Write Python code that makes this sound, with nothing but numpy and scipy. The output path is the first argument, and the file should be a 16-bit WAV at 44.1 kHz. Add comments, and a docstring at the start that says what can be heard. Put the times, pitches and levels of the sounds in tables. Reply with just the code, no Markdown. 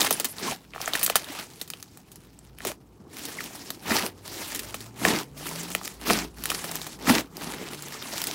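"""Sharp pops and a rush of tearing come first: two hands squeeze, tear and fold a thick airy slime on a
stone worktop, close to one microphone. Bursting air pockets are chirps that fall in pitch, with thuds and
sprays of noise; tearing films are random crackle split into fizz, smack and squelch. Suction and bubbles
ring as hollow tones, slits hiss or squeak, and below lie a quiet room hum and a far engine changing speed."""
import sys
import numpy as np
from scipy import signal
from scipy.io import wavfile

SR = 44100
rng = np.random.default_rng(int(sys.argv[2]) if len(sys.argv) > 2 else 0)


def wrap_up_sound(samples):
    """Save the sound to the file named by the first command line argument, as 16-bit audio."""
    columns = np.atleast_2d(samples).T
    # keep every value between -1 and 1, then stretch to whole-number steps
    tamed = np.clip(columns, -1, 1)
    steps = np.round(tamed * 32767).astype(np.int16)
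    wavfile.write(sys.argv[1], SR, steps)


N = 367794  # length in samples

# Bursting air pockets: start_s, chirp_level_db, pitch_hz (the chirp falls from 1.32 to 0.5 times this),
# thud_level_db, snap_level_db, fray_db (under the snap); chirp and snap levels are before trim
POCKETS = [(0.016, 4.5, 3340, -10, -24, -2), (0.047, -10.5, 990, -21, -28, -1),
           (0.069, -25, 5050, -15, -27, -20), (0.108, -9, 8500, -3.5, -18, -6),
           (0.127, 6, 8300, -40, -27.5, -6), (0.174, -22, 8000, -45, -41, -9),
           (0.199, -17, 7300, -13, -20, -8.5), (0.245, -11.5, 1870, -25, -23, -1.5),
           (0.253, -17, 3840, -45, -26.5, -13), (0.384, -12.5, 3670, -36, -53, -12),
           (0.736, -18.5, 2220, -32, -63, -12), (0.748, -26, 1500, -27, -57, -16),
           (0.780, -20, 1300, -40, -55, -14), (0.761, -14.5, 1070, -19.5, -63, -12),
           (0.804, -17.5, 990, -43, -46, -9), (0.815, -8, 5000, -41, -31, -8),
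           (0.859, -4.5, 5860, -27, -37, -22), (0.877, -9, 1620, -12.5, -38, 4),
           (0.935, -0.5, 3180, -15, -35, 2), (0.953, -2.5, 1750, -14, -32.5, 3),
           (0.993, -30, 2500, -35, -34, 2), (1.013, -23, 1470, -20, -30, -16),
           (1.03, 5.5, 8700, -27, -22.5, -8), (1.043, -5, 8730, -40, -39, -27),
           (1.063, -5, 7020, -42, -19, -7.5), (1.078, -19, 1450, -18, -35, -19.5),
           (1.099, -1.5, 2540, -5.5, -22.5, -9), (1.156, -0.5, 1380, -6, -14, -4.5),
           (1.164, -14, 1080, -42, -32, -15), (1.244, -16.5, 3250, -45, -42.5, -4),
           (1.39, -22, 3230, -25, -48, 3), (1.614, -9.5, 3600, -28.5, -34, -0.5),
           (1.677, -24, 3380, -54, -48, 0), (1.702, -7, 8000, -53, -28.5, -14),
           (1.736, -13, 2730, -28, -43, -19), (1.805, -33, 5670, -56, -46, -24),
           (1.827, -11.5, 5600, -59, -32.5, -16), (1.973, -31.5, 1090, -38, -42, -13),
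           (2.117, -30, 5960, -63, -45.5, -4), (2.158, -19, 9000, -46, -45, -9),
           (2.39, -20.5, 6700, -44, -54, -10), (2.586, -29, 2140, -48, -40, -26),
           (2.605, -19, 1730, -31, -57, -18), (2.65, -24, 1780, -11, -30, -7),
           (2.67, -10, 6500, -20, -31.5, -5), (2.717, -20.5, 2280, -21, -35.5, -16),
           (3.253, -16, 7800, -33, -32.5, -3), (3.406, -13.5, 1610, -54, -37, -12),
           (3.44, -38, 2700, -45, -35, -22), (3.704, -27, 8700, -25, -24.5, -16),
           (3.908, -6, 1710, -13, -37, -22), (3.92, -6.5, 1640, -14, -45, -17),
           (4.416, -18, 5830, -33, -42, -10), (4.548, -26, 8270, -39, -27.5, -13),
           (4.559, -33, 2020, -37, -35.5, -3), (4.593, -12, 6360, -43, -31, -2.5),
           (4.743, -13, 2370, -17.5, -35, -1), (4.806, -23, 3320, -52, -42, -5),
           (5.051, 6, 1830, -2, -26, -7), (5.467, -17, 1600, -42, -37, -14),
           (5.491, -10, 6200, -36, -51, -12), (5.632, -31, 4050, -38, -37, -3),
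           (5.703, -32, 1420, -27, -34.5, -12), (5.75, -1.5, 2130, -12, -21.5, -32),
           (5.814, -18.5, 1080, -44, -52, -12), (5.849, -20, 7700, -44, -33.5, -6.5),
           (5.877, -16, 2030, -32, -31, -24), (6.1, 1, 2200, -5, -34, -5),
           (6.106, 2.5, 1104, -1.5, -27, -18), (6.438, -24, 1150, -39, -29.5, -9),
           (6.456, -10.5, 1670, -37, -25.5, -10), (6.502, -2.5, 2700, -17, -21.5, -15),
           (6.517, -9.5, 1390, -40, -35, -5), (6.548, -14, 2500, -31, -42, -14),
           (6.642, -24, 1430, -20.5, -32, -5), (6.714, -21, 8020, -51, -29.5, -12),
           (6.755, -28, 1300, -46, -28, -9), (6.816, -12.5, 3480, -33, -42, -2),
           (6.867, -20.5, 1110, -31, -37, -1), (7.072, -8, 1520, -30, -39, -9),
           (7.096, -0.5, 1880, -5, -38, -16), (7.100, -7, 6500, -40, -31, -5),
           (7.369, -13.5, 4450, -46, -37.5, -9), (7.823, -13, 6800, -39, -35, -9),
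           (7.923, -22, 1960, -39, -43, -2), (8.025, -13, 3320, -45, -41, -12),
           (8.18, -27, 5400, -46, -35, -5), (8.217, -13, 5300, -32, -27.5, -12),
           (8.24, -10, 4400, -48, -23, -20), (8.27, -7, 7300, -33, -27.5, -4)]


def from_db(db):
    """Turn a level in dB into a gain."""
    return 10 ** (np.asarray(db) / 20)


def rms_one(x):
    """Scale a signal to an rms level of 1."""
    return x / np.sqrt(np.mean(x ** 2) + 1e-20)


def in_time(rows):
    """Draw straight lines between table rows, giving each column a value at every sample."""
    s, *columns = np.transpose(rows)
    return [np.interp(np.arange(N) / SR, s, column) for column in columns]


def drift(rate_hz):
    """Smooth random wandering of spread about 1: noise through a low-pass set by rate_hz."""
    step = 40  # samples between the slow values
    r = np.exp(-2 * np.pi * rate_hz * step / SR)
    noise = rng.standard_normal(N // step + 2002)
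    slow = signal.lfilter([1], [1, -2 * r, r * r], noise)[2000:]  # drop the filter's start-up
    return np.interp(np.arange(N) / step, np.arange(len(slow)), rms_one(slow))


def band(x, low_hz, high_hz):
    """Keep mainly the sound between two frequencies."""
    sos = signal.butter(2, [low_hz, min(high_hz, .45 * SR)], "band", fs=SR, output="sos")
    return signal.sosfilt(sos, x)


def coloured(excite, spectrum, flicker_db, rate_hz):
    """Shape two noises, used in turn, in half-octave bands that each flicker separately; rms 1."""
    hz, db = np.transpose(spectrum)
    band_count = np.ceil(2 * np.log2(hz[-1] / hz[0]))
    edges = hz[0] * np.sqrt(2) ** np.arange(band_count + 1)
    out = 0
    for k, (low, high) in enumerate(zip(edges, edges[1:])):
        level_db = np.interp(np.log(low * high) / 2, np.log(hz), db)
        gain = from_db(level_db + flicker_db * drift(rate_hz))
        out = out + gain * band(excite[k % 2], low, high)
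    return rms_one(out)


def crackle(per_s, spread_db, smooth, clump_db):
    """Tiny ruptures of very uneven size arrive in clumps, over a smooth rush of air (smooth: its power share)."""
    born = rng.random(N) < per_s * from_db(clump_db * drift(25)) / SR
    size_db = spread_db * np.minimum(rng.exponential(1, (2, N)), 5)
    ruptures = born * from_db(size_db) * rng.choice([-1, 1], (2, N))
    rush = rng.standard_normal((2, N))
    return np.sqrt(1 - smooth) * rms_one(ruptures) + np.sqrt(smooth) * rush


def kneading():
    """Films fizz on top, wet faces smack apart in the middle, finger hollows squelch below."""
    # Tone of each layer, all three: pitch_hz, relative_level_db (per Hz)
    fizz_tone = [(1470, -26), (2500, -12.5), (5440, -0.5), (8870, -5.5), (14900, -9), (16000, -9)]
    smack_tone = [(400, -32), (600, -1.5), (1000, 1.5), (2000, 2.5), (3500, -0.5), (5500, -15.5)]
    squelch_tone = [(59, -55), (100, -13), (242, 1.5), (393, -2), (473, -16), (900, -7.5), (1170, -16.5),
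                    (1980, -120)]
    fizz_gain, smack_gain, squelch_gain = handling()
    throb_db = 1.5 * drift(30)  # tearing goes in jerks, heard in all layers at once
    tearing = crackle(500, 4.7, 0.65, 5.0)  # the same ruptures tick in the treble and the middle
    fizz = coloured(tearing, fizz_tone, 2.5, 20) * fizz_gain * from_db(throb_db)
    wet_faces = 0.84 * coloured(tearing, smack_tone, 2.5, 30) + 0.43 * blips(300, 16)
    smack = wet_faces * smack_gain * from_db(throb_db)
    low_crackle = crackle(200, 3.5, .7, 3.0)
    squelch = coloured(low_crackle, squelch_tone, 2.0, 12) * squelch_gain * from_db(throb_db / 2)
    return fizz + smack + squelch


def handling():
    """Gains of fizz, smack and squelch: each press or peel touches, swells, sags and is let go; bursts fizz on."""
    # Hands press in and the films tear: strongest_s, lead_s (from first touch), length_s,
    # swell_db_per_s, sag_db_per_s, fizz_db, smack_db, squelch_db (levels before mixing)
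    presses = [(0.0, .01, 0.37, 94, 88, -27.5, -29, -33), (0.904, 0.15, 0.32, 66, 22, -43, -38.5, -50),
               (1.51, .1, 0.63, 52, 35, -56, -65, -64), (3.256, .12, 0.49, 53.5, 17, -40.5, -45, -51),
               (4.43, 0.17, 0.45, 40, 35.5, -38, -41.5, -49),
               (5.471, 0.091, 0.29, 90, 20.5, -38.5, -41, -45.5),
               (5.85, 0.045, 0.12, 150, 82, -44.5, -49.5, -53.5),
               (6.528, 0.16, 0.42, 104, 26.5, -37, -40, -46),
               (7.424, 0.064, 0.32, 203, 21.5, -41, -39.5, -39), (8.21, 0.42, .2, 21, 19, -39, -40, -49.5)]
    # Sticky hands peel off the slime: strongest_s, length_s, sag_db_per_s,
    # fizz_db, smack_db, squelch_db (levels before mixing)
    peels = [(0.432, 0.09, 21, -33.5, -33.5, -36), (1.311, 0.12, 35, -41, -38, -51),
             (2.674, 0.041, 147, -36.5, -39.5, -40.5), (3.915, 0.15, 63, -27, -25.5, -27),
             (5.063, 0.15, 80, -27, -26, -23), (6.104, .14, 110, -26, -24.5, -24.5),
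             (7.1, .1, 87, -26.5, -24.5, -22.5)]
    # The slime creeping when left alone: fizz_db, smack_db, squelch_db, before the changes below
    rest_db = [-64, -64.5, -58.5]
    low_rise_s, low_rise_db = 3.0, 6  # from here on the low squelch layer is louder
    hush_start_s, hush_end_s, hush_db = 2.5, 3.11, -7.5  # no hand on it: creeping fizz and smack sink
    peel_lead_s, peel_swell_db_per_s = .1, 299
    touch_db_per_s, let_go_db_per_s = 498, 448  # how fast contact starts and ends
    after_fizz_db = [-9, -17.5, -15]  # a burst film fizzes on: fizz, smack, squelch, under its fraying
    after_fizz_t60_s, after_fizz_rise_s = 0.085, 0.001

    t = np.arange(N) / SR
    hush = np.outer([hush_db, hush_db, 0], (t > hush_start_s) & (t < hush_end_s))
    low_rise = np.outer([0, 0, low_rise_db], t > low_rise_s)
    gain = from_db(np.c_[rest_db] + hush + low_rise)

    full_peels = [(s, peel_lead_s, length, peel_swell_db_per_s, *rest) for s, length, *rest in peels]
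    for s, lead, length, swell, sag, *level_db in presses + full_peels:
        before, after = np.maximum(s - t, 0), np.maximum(t - s, 0)
        rise_db = swell * before + touch_db_per_s * np.maximum(before - lead, 0)
        fall_db = sag * after + let_go_db_per_s * np.maximum(after - length, 0)
        gain += from_db(np.c_[level_db] - (rise_db + fall_db))

    bursts = np.zeros(N)
    for s, *_, snap_db, fray_db in POCKETS:
        bursts[round(s * SR)] += from_db(snap_db + fray_db)
    decay = from_db(-60 / (after_fizz_t60_s * SR))
    dying = signal.lfilter([1], [1, -decay], bursts + 1e-18)
    slow = np.exp(-1 / (after_fizz_rise_s * SR))
    after_fizz = signal.lfilter([1 - slow], [1, -slow], dying)
    return gain + from_db(np.c_[after_fizz_db]) * after_fizz


def blips(per_s, cycles):
    """Small wet bubbles close at random, each ringing a few cycles at one of 16 pitches; rms 1."""
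    size_db = 5 * np.minimum(rng.exponential(1, N), 3.5)
    born = (rng.random(N) < per_s / SR) * from_db(size_db)
    pitch_number = rng.integers(0, 16, N)
    out = 0
    for k, hz in enumerate(np.geomspace(600, 3200, 16)):
        r = from_db(-60 * hz / (cycles * SR))  # 60 dB down after this many cycles
        w = 2 * np.pi * hz / SR
        strikes = (-1) ** k * born * (pitch_number == k) + 1e-18
        out = out + signal.lfilter([0, np.sin(w)], [1, -2 * r * np.cos(w), r * r], strikes)
    return rms_one(signal.lfilter([.3], [1, -.7], out))  # soften the treble


def pops():
    """Each burst: a falling chirp as the hole widens, a low thud, a snap, a spray of torn film, a worktop echo."""
    size = 4096  # samples per burst
    t = np.arange(size) / SR
    body, spray, click = np.zeros((3, N + size))
    thud_cycles = 420 * t + 1500 * 0.00163 * (1 - np.exp(-t / 0.0013))  # falls towards 420 Hz
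    thud = np.sin(2 * np.pi * thud_cycles) * from_db(-60 * t / 0.016) * (1 - np.exp(-t / 0.0024))
    snap = (t / .0005) ** 2 * np.exp(2 - 2 * t / .0005)  # the film gives way within a millisecond
    fray = from_db(-60 * t / 0.049) * (1 - np.exp(-t / 0.0011))  # then its edges fray
    for s, chirp_db, hz, thud_db, snap_db, fray_db in POCKETS:
        at = round(s * SR)
        # pitch drops as the cavity opens
        cycles = hz * (.5 * t + 1.008 * 0.0013 * (1 - np.exp(-t / 0.0016)))
        chirp_fade = from_db(-60 * t * hz / 14.0)  # higher pitches die sooner
        chirp = np.sin(2 * np.pi * cycles) * chirp_fade * (1 - np.exp(-t / 0.000062))
        body[at:at + size] += from_db(chirp_db - 6.5) * chirp + from_db(thud_db) * thud
        spray[at:at + size] += from_db(snap_db + 7.0) * (snap + from_db(fray_db) * fray)
        click[at:at + 2] += from_db(snap_db + 6.5) * np.array([1, -1])  # the rupture itself
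    torn_film = spray[:N] * rng.standard_normal(N) + click[:N]
    direct = body[:N] + band(torn_film, 1600, 19000)
    lag = round(.0016 * SR)
    direct[lag:] += from_db(-9) * direct[:N - lag]  # echo off the worktop
    return direct


def suction():
    """Hollow tones: finger suction letting go, and a few bubbles, ring for a few soft cycles."""
    # Hollow tones: start_s, level_db (before the soft onset), pitch_hz, t60_s (time to fade by 60 dB)
    hollow_tones = [(0.443, -22, 353, 0.05), (.478, -18, 1060, 0.043), (.521, -24, 780, 0.055),
                    (1.299, -25.5, 298, 0.052), (2.7, -24, 597, .04), (2.664, -19.5, 383, 0.044),
                    (3.912, -11.5, 232, 0.059), (5.087, -18.5, 246, 0.11), (6.102, -15, 212, 0.12),
                    (7.103, -4.5, 247, 0.09)]
    out = np.zeros(N)
    for s, level_db, hz, t60 in hollow_tones:
        t = np.maximum(np.arange(N) / SR - s, 0)
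        envelope = from_db(level_db - 60 * t / t60) * (1 - np.exp(-t / 0.0028))
        out += envelope * np.sin(2 * np.pi * hz * t)
    return out


def jets():
    """Air hisses out of a pinhole: short bright bands of noise, held and then cut off."""
    # Hisses: start_s, length_s, lowest_hz, highest_hz, level_db
    pinholes = [(.129, .02, 9200, 10900, -30), (0.284, .045, 9500, 12100, -41.5),
                (1.031, 0.022, 8500, 16500, -20.5)]
    edge_s = 0.0023  # fade at either end
    t, air = np.arange(N) / SR, rng.standard_normal(N)
    out = np.zeros(N)
    for s, length, low_hz, high_hz, level_db in pinholes:
        held = np.clip(np.minimum(t - s, s + length - t) / edge_s, 0, 1)
        out += from_db(level_db) * held * rms_one(band(air, low_hz, high_hz))
    return out


def squeaks():
    """Air squeaks out of a narrow slit: a short whistle sliding down as the slit opens."""
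    # Whistles: start_s, peak_db, start_hz, end_hz, length_s
    slits = [(3.383, -28.5, 2420, 1630, 0.014)]
    out, t = np.zeros(N), np.arange(N) / SR
    for s, peak_db, start_hz, end_hz, length in slits:
        u = np.clip((t - s) / length, 0, 1)  # progress from 0 to 1
        cycles = length * (start_hz * u + (end_hz - start_hz) * u ** 2 / 2)
        out += from_db(peak_db) * np.sin(np.pi * u) * np.sin(2 * np.pi * cycles)
    return out


def tail(x, t60, low_hz, high_hz):
    """Near walls and worktop answer with a short diffuse decay, made of fading noise."""
    t = np.arange(SR // 4) / SR
    noise = band(rng.standard_normal(len(t)), low_hz, high_hz)
    echo = noise * from_db(-60 * t / t60) * (t > .002)
    return signal.fftconvolve(x, echo / np.sqrt(np.sum(echo ** 2)))[:N]


def room():
    """Steady shaped room noise, and a narrow band of noise as a low rumble that swells and fades."""
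    # Tone of the room: pitch_hz, relative_level_db (per Hz)
    room_tone = [(12, -35), (20, -29), (55, -2), (146, 7.5), (210, -6.5), (255, 3.5), (873, -37),
                 (8890, -36), (14700, -43), (16000, -37)]
    # Level of the rumble: time_s, level_db
    rumble_level = [(0.0, -57), (0.14, -77), (0.44, -62), (1.88, -73), (2.55, -56), (3.2, -67), (4.5, -55),
                    (5.82, -64), (5.89, -51), (6.26, -46), (6.45, -53.5), (8.33, -64)]
    floor = from_db(-55) * coloured(rng.standard_normal((2, N)), room_tone, 0.54, 11)
    rumble = rms_one(band(rng.standard_normal(N), 53.6, 58.0))
    return floor + from_db(in_time(rumble_level)[0]) * rumble


def engine():
    """Only one low order of the far engine gets through the walls: a gliding tone wavering in level."""
    # One table for each time it is heard: time_s, pitch_hz, level_db (before the wavering)
    engine_runs = [
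        [(4.0, 94.4, -53), (4.6, 99.6, -52), (4.85, 112.3, -48.5), (5.3, 137, -50), (5.6, 168, -41.5),
         (5.8, 184, -50)],
        [(6.2, 184, -45), (6.35, 161.8, -55), (6.7, 168.3, -47), (6.95, 140, -52), (7.05, 140, -77)],
        [(7.3, 160, -47.5), (7.55, 162.2, -49), (7.85, 143.6, -45.5), (8.05, 120, -56), (8.2, 114, -68)],
    ]
    out, t = np.zeros(N), np.arange(N) / SR
    for rows in engine_runs:
        hz, level_db = in_time(rows)
        heard = (t > rows[0][0]) & (t < rows[-1][0])
        gain = heard * from_db(level_db + 3.6 * drift(2.5))
        out += gain * np.sin(2 * np.pi * np.cumsum(hz) / SR)
    return out


def scene():
    """Mix all sources for one microphone: both channels hear the same."""
    burst = pops() + squeaks() + jets()
    walls = from_db(-15) * tail(burst, .12, 250, 15000)
    centre = burst + walls + kneading() + suction() + room() + engine()
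    return np.array([centre, centre])


def record(dry):
    """Round the peaks, then cut the top steeply: 75 dB down from 16480 Hz upward."""
    steep_cut = signal.cheby2(18, 75, 16000 * 1.03, fs=SR, output="sos")
    return signal.sosfilt(steep_cut, np.tanh(dry))


dry = scene()
out = record(dry)
wrap_up_sound(out)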